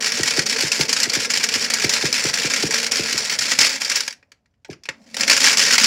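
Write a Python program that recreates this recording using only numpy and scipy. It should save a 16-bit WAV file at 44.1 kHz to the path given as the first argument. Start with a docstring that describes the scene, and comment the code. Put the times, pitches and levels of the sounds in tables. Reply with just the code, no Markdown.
"""Marbles and batteries tumble in the plastic drum of a toy washing machine, close by in a small room.
Over the motor's rumble and gear whine, the clatter surges and lulls with each turn, and the cabinet
thumps as the load swings round. Near 4 s the drum stops and the load drops and settles. A few pieces
shift during the pause. Near 5 s the motor starts and the clatter returns louder."""
import sys
import numpy as np
from scipy import signal
from scipy.fft import rfft, irfft
from scipy.io import wavfile
from scipy.ndimage import uniform_filter1d

SR = 44100
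rng = np.random.default_rng(int(sys.argv[2]) if len(sys.argv) > 2 else 0)


def to_wav(sig):
    """Store sig (one row per channel, or 1-D mono) as 16-bit WAV at the path in sys.argv[1].

    Samples outside -1..1 are clipped; the rate is SR.
    """
    pcm = np.clip(np.atleast_2d(sig), -1, 1) * 32767
    pcm = np.round(pcm).astype(np.int16)
    wavfile.write(sys.argv[1], SR, pcm.T)  # frames by channels


N = 258426


def from_db(db):
    """Decibels to amplitude."""
    return 10 ** (np.asarray(db) / 20)


def unit_rms(x):
    """Scale to rms 1."""
    return x / np.sqrt(np.mean(x ** 2) + 1e-20)


def spectrum_db(points, hz):
    """Interpolate (freq_hz, level_db) points over log frequency."""
    freq_hz, level_db = np.transpose(points)
    return np.interp(np.log(hz + 1), np.log(freq_hz + 1), level_db)


def envelope(points):
    """(time_s, level_db) points to a gain per sample."""
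    return from_db(np.interp(np.arange(N) / SR, *np.transpose(points)))


def add(mix, start_s, sound):
    """Mix a sound in at start_s."""
    part = mix[max(round(start_s * SR), 0):][:len(sound)]
    part += sound[:len(part)]


def noise(spectrum):
    """Steady coloured noise, rms 1."""
    colour = from_db(spectrum_db(spectrum, np.fft.rfftfreq(N, 1 / SR)))
    return unit_rms(irfft(rfft(rng.standard_normal(N)) * colour, N))


def wander(span_s):
    """Smooth random drift, rms 1."""
    size = max(int(span_s * SR), 1)
    return unit_rms(uniform_filter1d(uniform_filter1d(rng.standard_normal(N), size), size))


# Motor effort: time_s, level_db
MOTOR_EFFORT = [(0, -42.5), (2.9, -42), (3.6, -43.5), (4.0, -53.5), (4.25, -70), (4.6, -86), (5.01, -57),
                (5.12, -59), (5.22, -36.5), (5.86, -46)]
# Cabinet rumble: freq_hz, level_db
RUMBLE_SPECTRUM = [(35, -49), (60, -23.5), (150, -14.5), (215, -6), (260, -4.5), (330, -17), (490, -19),
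                   (545, -8.5), (700, -13.5), (3000, -49)]

def motor_rumble():
    """The drive rumbles in the hollow cabinet, following the motor's effort."""
    return envelope(MOTOR_EFFORT) * noise(RUMBLE_SPECTRUM)


# Motor and gear tones: time_s, hum_db, whine_db
DRIVE_TONES = [(0, -50, -42), (3.05, -46, -41), (3.7, -60, -65), (4.1, -100, -100), (4.9, -85, -100),
               (4.97, -53, -81), (5.02, -49.5, -77), (5.3, -47, -51), (5.7, -43, -56)]

def hum_and_whine(hum_hz=228, waver=0.05, waver_s=0.0078, throb_db=5, throb_s=0.012):
    """Motor hum at start-up, gear whine an octave up at speed; both waver as the load shifts."""
    time_s, hum_db, whine_db = np.transpose(DRIVE_TONES)
    phase = 2 * np.pi * np.cumsum(hum_hz * (1 + waver * wander(waver_s))) / SR
    hum = unit_rms(from_db(throb_db * wander(throb_s)) * np.sin(phase))
    whine = unit_rms(from_db(throb_db * wander(throb_s)) * np.sin(2 * phase))
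    return envelope(np.c_[time_s, hum_db]) * hum + envelope(np.c_[time_s, whine_db]) * whine


def minimum_phase(gain_db):
    """Response with these gains that rings only after it is struck."""
    log_gain = np.log(from_db(np.r_[gain_db, gain_db[-2:0:-1]]))
    return np.exp(np.conj(signal.hilbert(log_gain)))[:len(gain_db)]


# Broad colour of a blow on the drum: freq_hz, level_db
DRUM_SPECTRUM = [(40, -41), (130, -20.5), (350, -25), (750, -16), (1150, -12.5), (1900, -3), (2400, -4),
                 (3800, -6), (4600, 1), (5900, -1.5), (6400, -11), (8300, -14.5), (12500, -24.5),
                 (16000, -29.5)]
# Resonances of drum and pieces: freq_hz, width_hz, gain_db
DRUM_RESONANCES = [(268, 63, 12.5), (439, 40, 12), (539, 64, 12.5), (888, 24, 6.5), (1373, 120, 3.5),
                   (1648, 34, 6), (1900, 60, 3), (2318, 310, 4), (2665, 74, 1.5), (5256, 300, 3),
                   (7060, 1600, 10.5), (9440, 420, 6), (11400, 870, 4), (15300, 730, 3)]

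def drum_blows(bright_db, crack_s, ring_db, size=8192, rise_s=0.00089, ring_s=0.033, ring_top_hz=6000,
               damping_spread=0.15, spot_db=2.5, pivot_hz=3500):
    """One blow per bright_db value: dense, fast-dying plastic modes, then a fainter, duller ring."""
    t, hz = np.arange(size) / SR, np.fft.rfftfreq(size, 1 / SR)
    wall, spots = rng.standard_normal((len(bright_db), 2, size)).transpose(1, 0, 2)
    age = t * np.exp(damping_spread * np.clip(wall[:, :1], -2, 2))  # other pieces choke some blows
    wall = wall * (1 - np.exp(-age / rise_s))  # the wave spreads over the drum
    crack = rfft(wall * np.exp(-age / crack_s))
    ring = rfft(wall * np.exp(-age / ring_s)) * from_db(ring_db) / (1 + 1j * hz / ring_top_hz)
    peaks_db = sum(db / (1 + (2 * (hz - f) / width) ** 2) for f, width, db in DRUM_RESONANCES)
    body_db = spectrum_db(DRUM_SPECTRUM, hz) + peaks_db
    # Hard contact lifts the treble; each spot favours its own modes.
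    shelf = 0.5 * np.tanh(1.03 * np.log2((hz + 1) / pivot_hz))
    spots = uniform_filter1d(uniform_filter1d(spots, 64), 36)
    spots = unit_rms(spots)[:, :len(hz)]
    colours = [minimum_phase(body_db + bright * shelf + spot_db * spot)
               for bright, spot in zip(bright_db, spots)]
    blows = irfft((crack + ring) * np.array(colours))
    return blows * np.sqrt(0.01 * SR / (blows ** 2).sum(1, keepdims=True))  # energy of 10 ms at rms 1


# Stirring of the load: time_s, level_db
STIRRING = [(0, -26), (0.4, -23), (0.9, -25), (1.7, -25), (2.35, -24), (3.3, -26), (3.55, -23),
            (3.87, -29.5), (4.04, -32.5), (4.14, -59.5), (4.2, -85.5), (4.8, -93), (5.08, -57.5),
            (5.14, -50), (5.19, -25), (5.24, -27.5), (5.34, -22), (5.86, -16)]
# Load lifts off the wall, once a turn: time_s, lull_depth_db
LOAD_LIFTS = [(0.008, -1.5), (0.212, 2), (0.452, 20), (0.705, 5.5), (0.876, 16.5), (1.085, 14),
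              (1.292, 12.5), (1.482, 10), (1.692, 9.5), (1.886, 7), (2.112, 9), (2.325, 8), (2.492, 5),
              (2.696, 12), (2.905, 15), (3.11, -1), (3.378, 11), (3.577, 9.5), (3.796, 14), (5.272, 4),
              (5.4, 3), (5.568, 10), (5.774, 6.5)]
# Heap slides and settles: start_s, level_db, length_s
HEAP_SPILLS = [(3.6, -11.5, 0.097), (3.65, -16, 0.084), (3.892, -19.5, 0.046), (3.94, -23.5, .08),
               (4.7, -42, .035), (5.29, -16, 0.26), (5.428, -12.5, 0.12), (5.733, -20, .06),
               (5.827, -16, 0.09)]

def agitation(t, surge_db=1.5, surge_at_turns=0.27, fade_s=0.027, return_s=0.0034, spill_rise_s=0.006):
    """Collision gain: the load lands twice a turn and lulls as it lifts; spills add on top."""
    lift_s = np.transpose(LOAD_LIFTS)[0]
    turns = np.interp(t, lift_s, np.arange(len(lift_s)))
    landing_db = surge_db * np.cos(2 * np.pi * 2 * (turns - surge_at_turns))
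    lull_db = sum(db * np.exp(-((t - s) / np.where(t < s, fade_s, return_s)) ** 2)
                  for s, db in LOAD_LIFTS)
    power = from_db(np.interp(t, *np.transpose(STIRRING)) + landing_db) ** 2
    for start_s, level_db, length_s in HEAP_SPILLS:
        rise = np.clip((t - start_s) / spill_rise_s, 0, 1)
        fall = np.clip(1 - (t - start_s) / length_s, 0, 1)
        power += (from_db(level_db) * rise * fall) ** 2
    return np.sqrt(power) * from_db(-lull_db)


def clatter(spots=64, rate_hz=260, level_db=-3, spread_db=4, bright_db=-3, bright_spread_db=5):
    """Many small, loosely spaced collisions at random spots on the drum."""
    out = np.zeros(N)
    blows = drum_blows(bright_db + bright_spread_db * np.linspace(-1, 1, spots),
                       crack_s=0.0062, ring_db=-22)
    delay, strength, places = rng.random((int(rate_hz * N / SR) - 1, 3)).T
    starts_s = (np.arange(len(delay)) + 2 * delay) / rate_hz
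    gains = agitation(starts_s) * from_db(level_db + spread_db * np.sqrt(3) * (2 * strength - 1))
    for start_s, gain, place in zip(starts_s, gains, places):
        add(out, start_s, gain * blows[int(place * spots)])
    return out


# Distinct knocks: start_s, level_db, bright_db
LOAD_KNOCKS = [(0.023, -21, 0.0), (0.059, -20.0, 4), (0.119, -18.5, -4), (0.172, -23, -2), (0.232, -15, 6),
               (0.281, -20, 5), (0.391, -14, -6), (0.463, -18, 5), (0.496, -17, 0), (0.607, -17.0, 8),
               (0.717, -14, 2), (0.809, -13.5, 1), (0.892, -17.5, 1), (0.928, -13.5, 4.0),
               (0.964, -17.5, -7), (1, -18, 8), (1.031, -12.5, 9), (1.097, -18.5, 0), (1.134, -16, -1.0),
               (1.302, -16.0, -1.5), (1.336, -16.0, -1), (1.372, -18, -2.0), (1.438, -13, 2),
               (1.488, -19.0, 1), (1.538, -16.5, -3.0), (1.641, -21.5, 8), (1.701, -17.5, -1),
               (1.737, -14.0, 10), (1.843, -16, -1), (1.893, -14.5, 3.0), (1.935, -14.0, 3),
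               (2.126, -14.5, 3), (2.238, -19.5, 14), (2.298, -22.5, -2), (2.338, -16.5, 3.0),
               (2.536, -15.5, -1.0), (2.707, -18, 1.0), (2.742, -15.5, 3), (2.865, -18.5, 4),
               (2.918, -15, 2), (2.957, -20, 8), (3.127, -17.5, 3), (3.177, -16.5, 0), (3.388, -15.0, 1),
               (3.42, -19.0, 0), (3.517, -16.5, -11), (3.588, -9, 0), (3.659, -18.5, 5), (3.817, -19.5, -5),
               (3.847, -19.5, 4), (3.898, -17.5, 5), (3.915, -17, -4), (3.957, -15.5, 7), (4.005, -18.5, 2),
               (4.078, -20, -2.5), (4.107, -31.0, -3), (4.126, -35, -3), (4.227, -51.5, -26.5),
               (4.318, -44.5, -9.5), (4.458, -63.0, -14.0), (4.538, -72.5, -24.5), (4.647, -41, -12),
               (4.7, -41.5, -15), (4.729, -39, -15), (4.835, -41.5, 0), (4.854, -35, -13),
               (4.888, -21, -16), (5.143, -27.0, 0.0), (5.167, -21.5, -1), (5.207, -14.5, 0),
               (5.233, -16.5, -15), (5.278, -14, -3.5), (5.298, -14, -4), (5.404, -19, 1), (5.447, -15, -5),
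               (5.464, -13, -6), (5.571, -13, 1.0), (5.593, -12, 2), (5.663, -19, 2.0), (5.733, -13.5, 0),
               (5.78, -10, -5), (5.834, -15, -1)]

def knocks(ping_hz=2400, ping_spread=0.11, ping_db=-19, ping_t60_s=0.1):
    """A piece hits the drum or another piece and leaves one wall mode ringing briefly."""
    out = np.zeros(N)
    starts_s, levels_db, bright_db = np.transpose(LOAD_KNOCKS)
    blows = drum_blows(bright_db, crack_s=0.0053, ring_db=-21)
    t = np.arange(blows.shape[1]) / SR
    pitches_hz = ping_hz * np.exp(ping_spread * rng.standard_normal(len(starts_s)))
    for start_s, level_db, blow, hz in zip(starts_s, levels_db, blows, pitches_hz):
        ping = from_db(ping_db - 60 * t / ping_t60_s) * np.sin(2 * np.pi * hz * t)
        add(out, start_s, from_db(level_db) * (blow + ping))
    return out


# Cabinet thumps on its base: start_s, level_db
CABINET_THUMPS = [(0.1938, -17.5), (0.378, -16), (0.632, -19.5), (0.7933, -16), (1.067, -25), (1.163, -22),
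                  (1.5513, -30), (1.8399, -15.5), (2.036, -16), (2.247, -18), (2.4436, -19.5),
                  (2.6344, -14), (2.9918, -19.5), (3.14, -26.5), (4.691, -24.5), (4.885, -34)]
# Thump colour: freq_hz, level_db
THUMP_SPECTRUM = [(35, -56.5), (60, -15), (100, -5), (150, 3.5), (195, -5), (255, -3), (285, 2.5),
                  (420, 1.5), (500, -10), (800, -12.5), (1600, -60)]

def cabinet_thumps(size=16384, dispersion=0.33, lead_s=0.01027, echo_db=-9, echo_s=0.026):
    """Panel bending wave: highs travel faster, so each thump falls in pitch; edges scatter it back."""
    t, hz = np.arange(size) / SR, np.fft.rfftfreq(size, 1 / SR)
    phase = -4 * np.pi * dispersion * np.sqrt(hz)  # delay_s = dispersion / sqrt(hz)
    wave = from_db(spectrum_db(THUMP_SPECTRUM, hz)) * np.exp(1j * phase)
    wave /= abs(irfft(wave)).max()
    out = np.zeros(N)
    for start_s, level_db in CABINET_THUMPS:
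        echoes = rng.standard_normal(size) * np.exp(-t / echo_s) * (1 - np.exp(-2 * t / echo_s))
        scatter = from_db(echo_db) * rfft(echoes / np.linalg.norm(echoes))
        add(out, start_s - lead_s, from_db(level_db) * irfft(wave * (1 + scatter)))
    return out


# Free rings of a small piece: start_s, level_db
PIECE_CHINKS = [(0.8, -38), (3.305, -37), (3.69, -39.5), (3.96, -35), (5.19, -42), (5.74, -39), (5.8, -39)]
# Its modes: freq_hz, level_db, t60_s
PIECE_MODES = [(11480, -3.5, .1), (13150, -6, .1), (15040, -6, .12), (15660, -3.5, .12)]

def chinks(size=8192, spread_db=3):
    """A small hard piece rings freely with a glassy ping; each blow favours other modes."""
    out, t = np.zeros(N), np.arange(size) / SR
    for start_s, level_db in PIECE_CHINKS:
        for hz, mode_db, t60_s in PIECE_MODES:
            peak_db = level_db + mode_db + spread_db * rng.standard_normal()
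            add(out, start_s, from_db(peak_db - 60 * t / t60_s) * np.sin(2 * np.pi * hz * t))
    return out


def room(x, wet_db=-18, bass_t60_s=0.29, mid_t60_s=0.11, treble_t60_s=0.17, build_s=0.0027,
         count=3, drift_hz=0.731):
    """Small room: dense tails, longest in the bass, crossfading as the pieces move about."""
    hz, t, bands = signal.stft(rng.standard_normal((count, SR // 2)), SR, nperseg=256)
    t60_s = np.interp(hz, [300, 4000, 14000], [bass_t60_s, mid_t60_s, treble_t60_s])
    tails = signal.istft(bands * from_db(-60 * t / t60_s[:, None]), SR)[1]
    tails *= 1 - np.exp(-np.arange(tails.shape[1]) / SR / build_s)
    tails /= np.linalg.norm(tails, axis=1, keepdims=True)
    offsets = np.pi * np.arange(count)[:, None] / count
    shares = np.sqrt(2 / count) * np.cos(2 * np.pi * drift_hz * np.arange(N) / SR + offsets)
    reverb = signal.fftconvolve(shares * x, tails, axes=1)[:, :N].sum(0)
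    return x + from_db(wet_db) * reverb


# Room air: freq_hz, level_db
AIR_SPECTRUM = [(30, -32), (56, 0), (120, -2), (220, -11), (500, -22), (2500, -35), (15000, -52)]

def scene(air_db=-69.5):
    """Load, cabinet and drive in the room, over faint air; mono."""
    load = knocks() + clatter() + chinks()
    washer = load + cabinet_thumps() + hum_and_whine() + motor_rumble()
    return (room(washer) + from_db(air_db) * noise(AIR_SPECTRUM))[None]


def record(dry, ceiling=0.95, cutoff_hz=15900):
    """Soft-clip the hardest knocks, then low-pass."""
    rounded = dry / (1 + (dry / ceiling) ** 6) ** (1 / 6)
    lowpass = signal.firwin(511, cutoff_hz, window=("kaiser", 9), fs=SR)
    return signal.oaconvolve(rounded, lowpass[None], "same")


dry = scene()
out = record(dry)
to_wav(out)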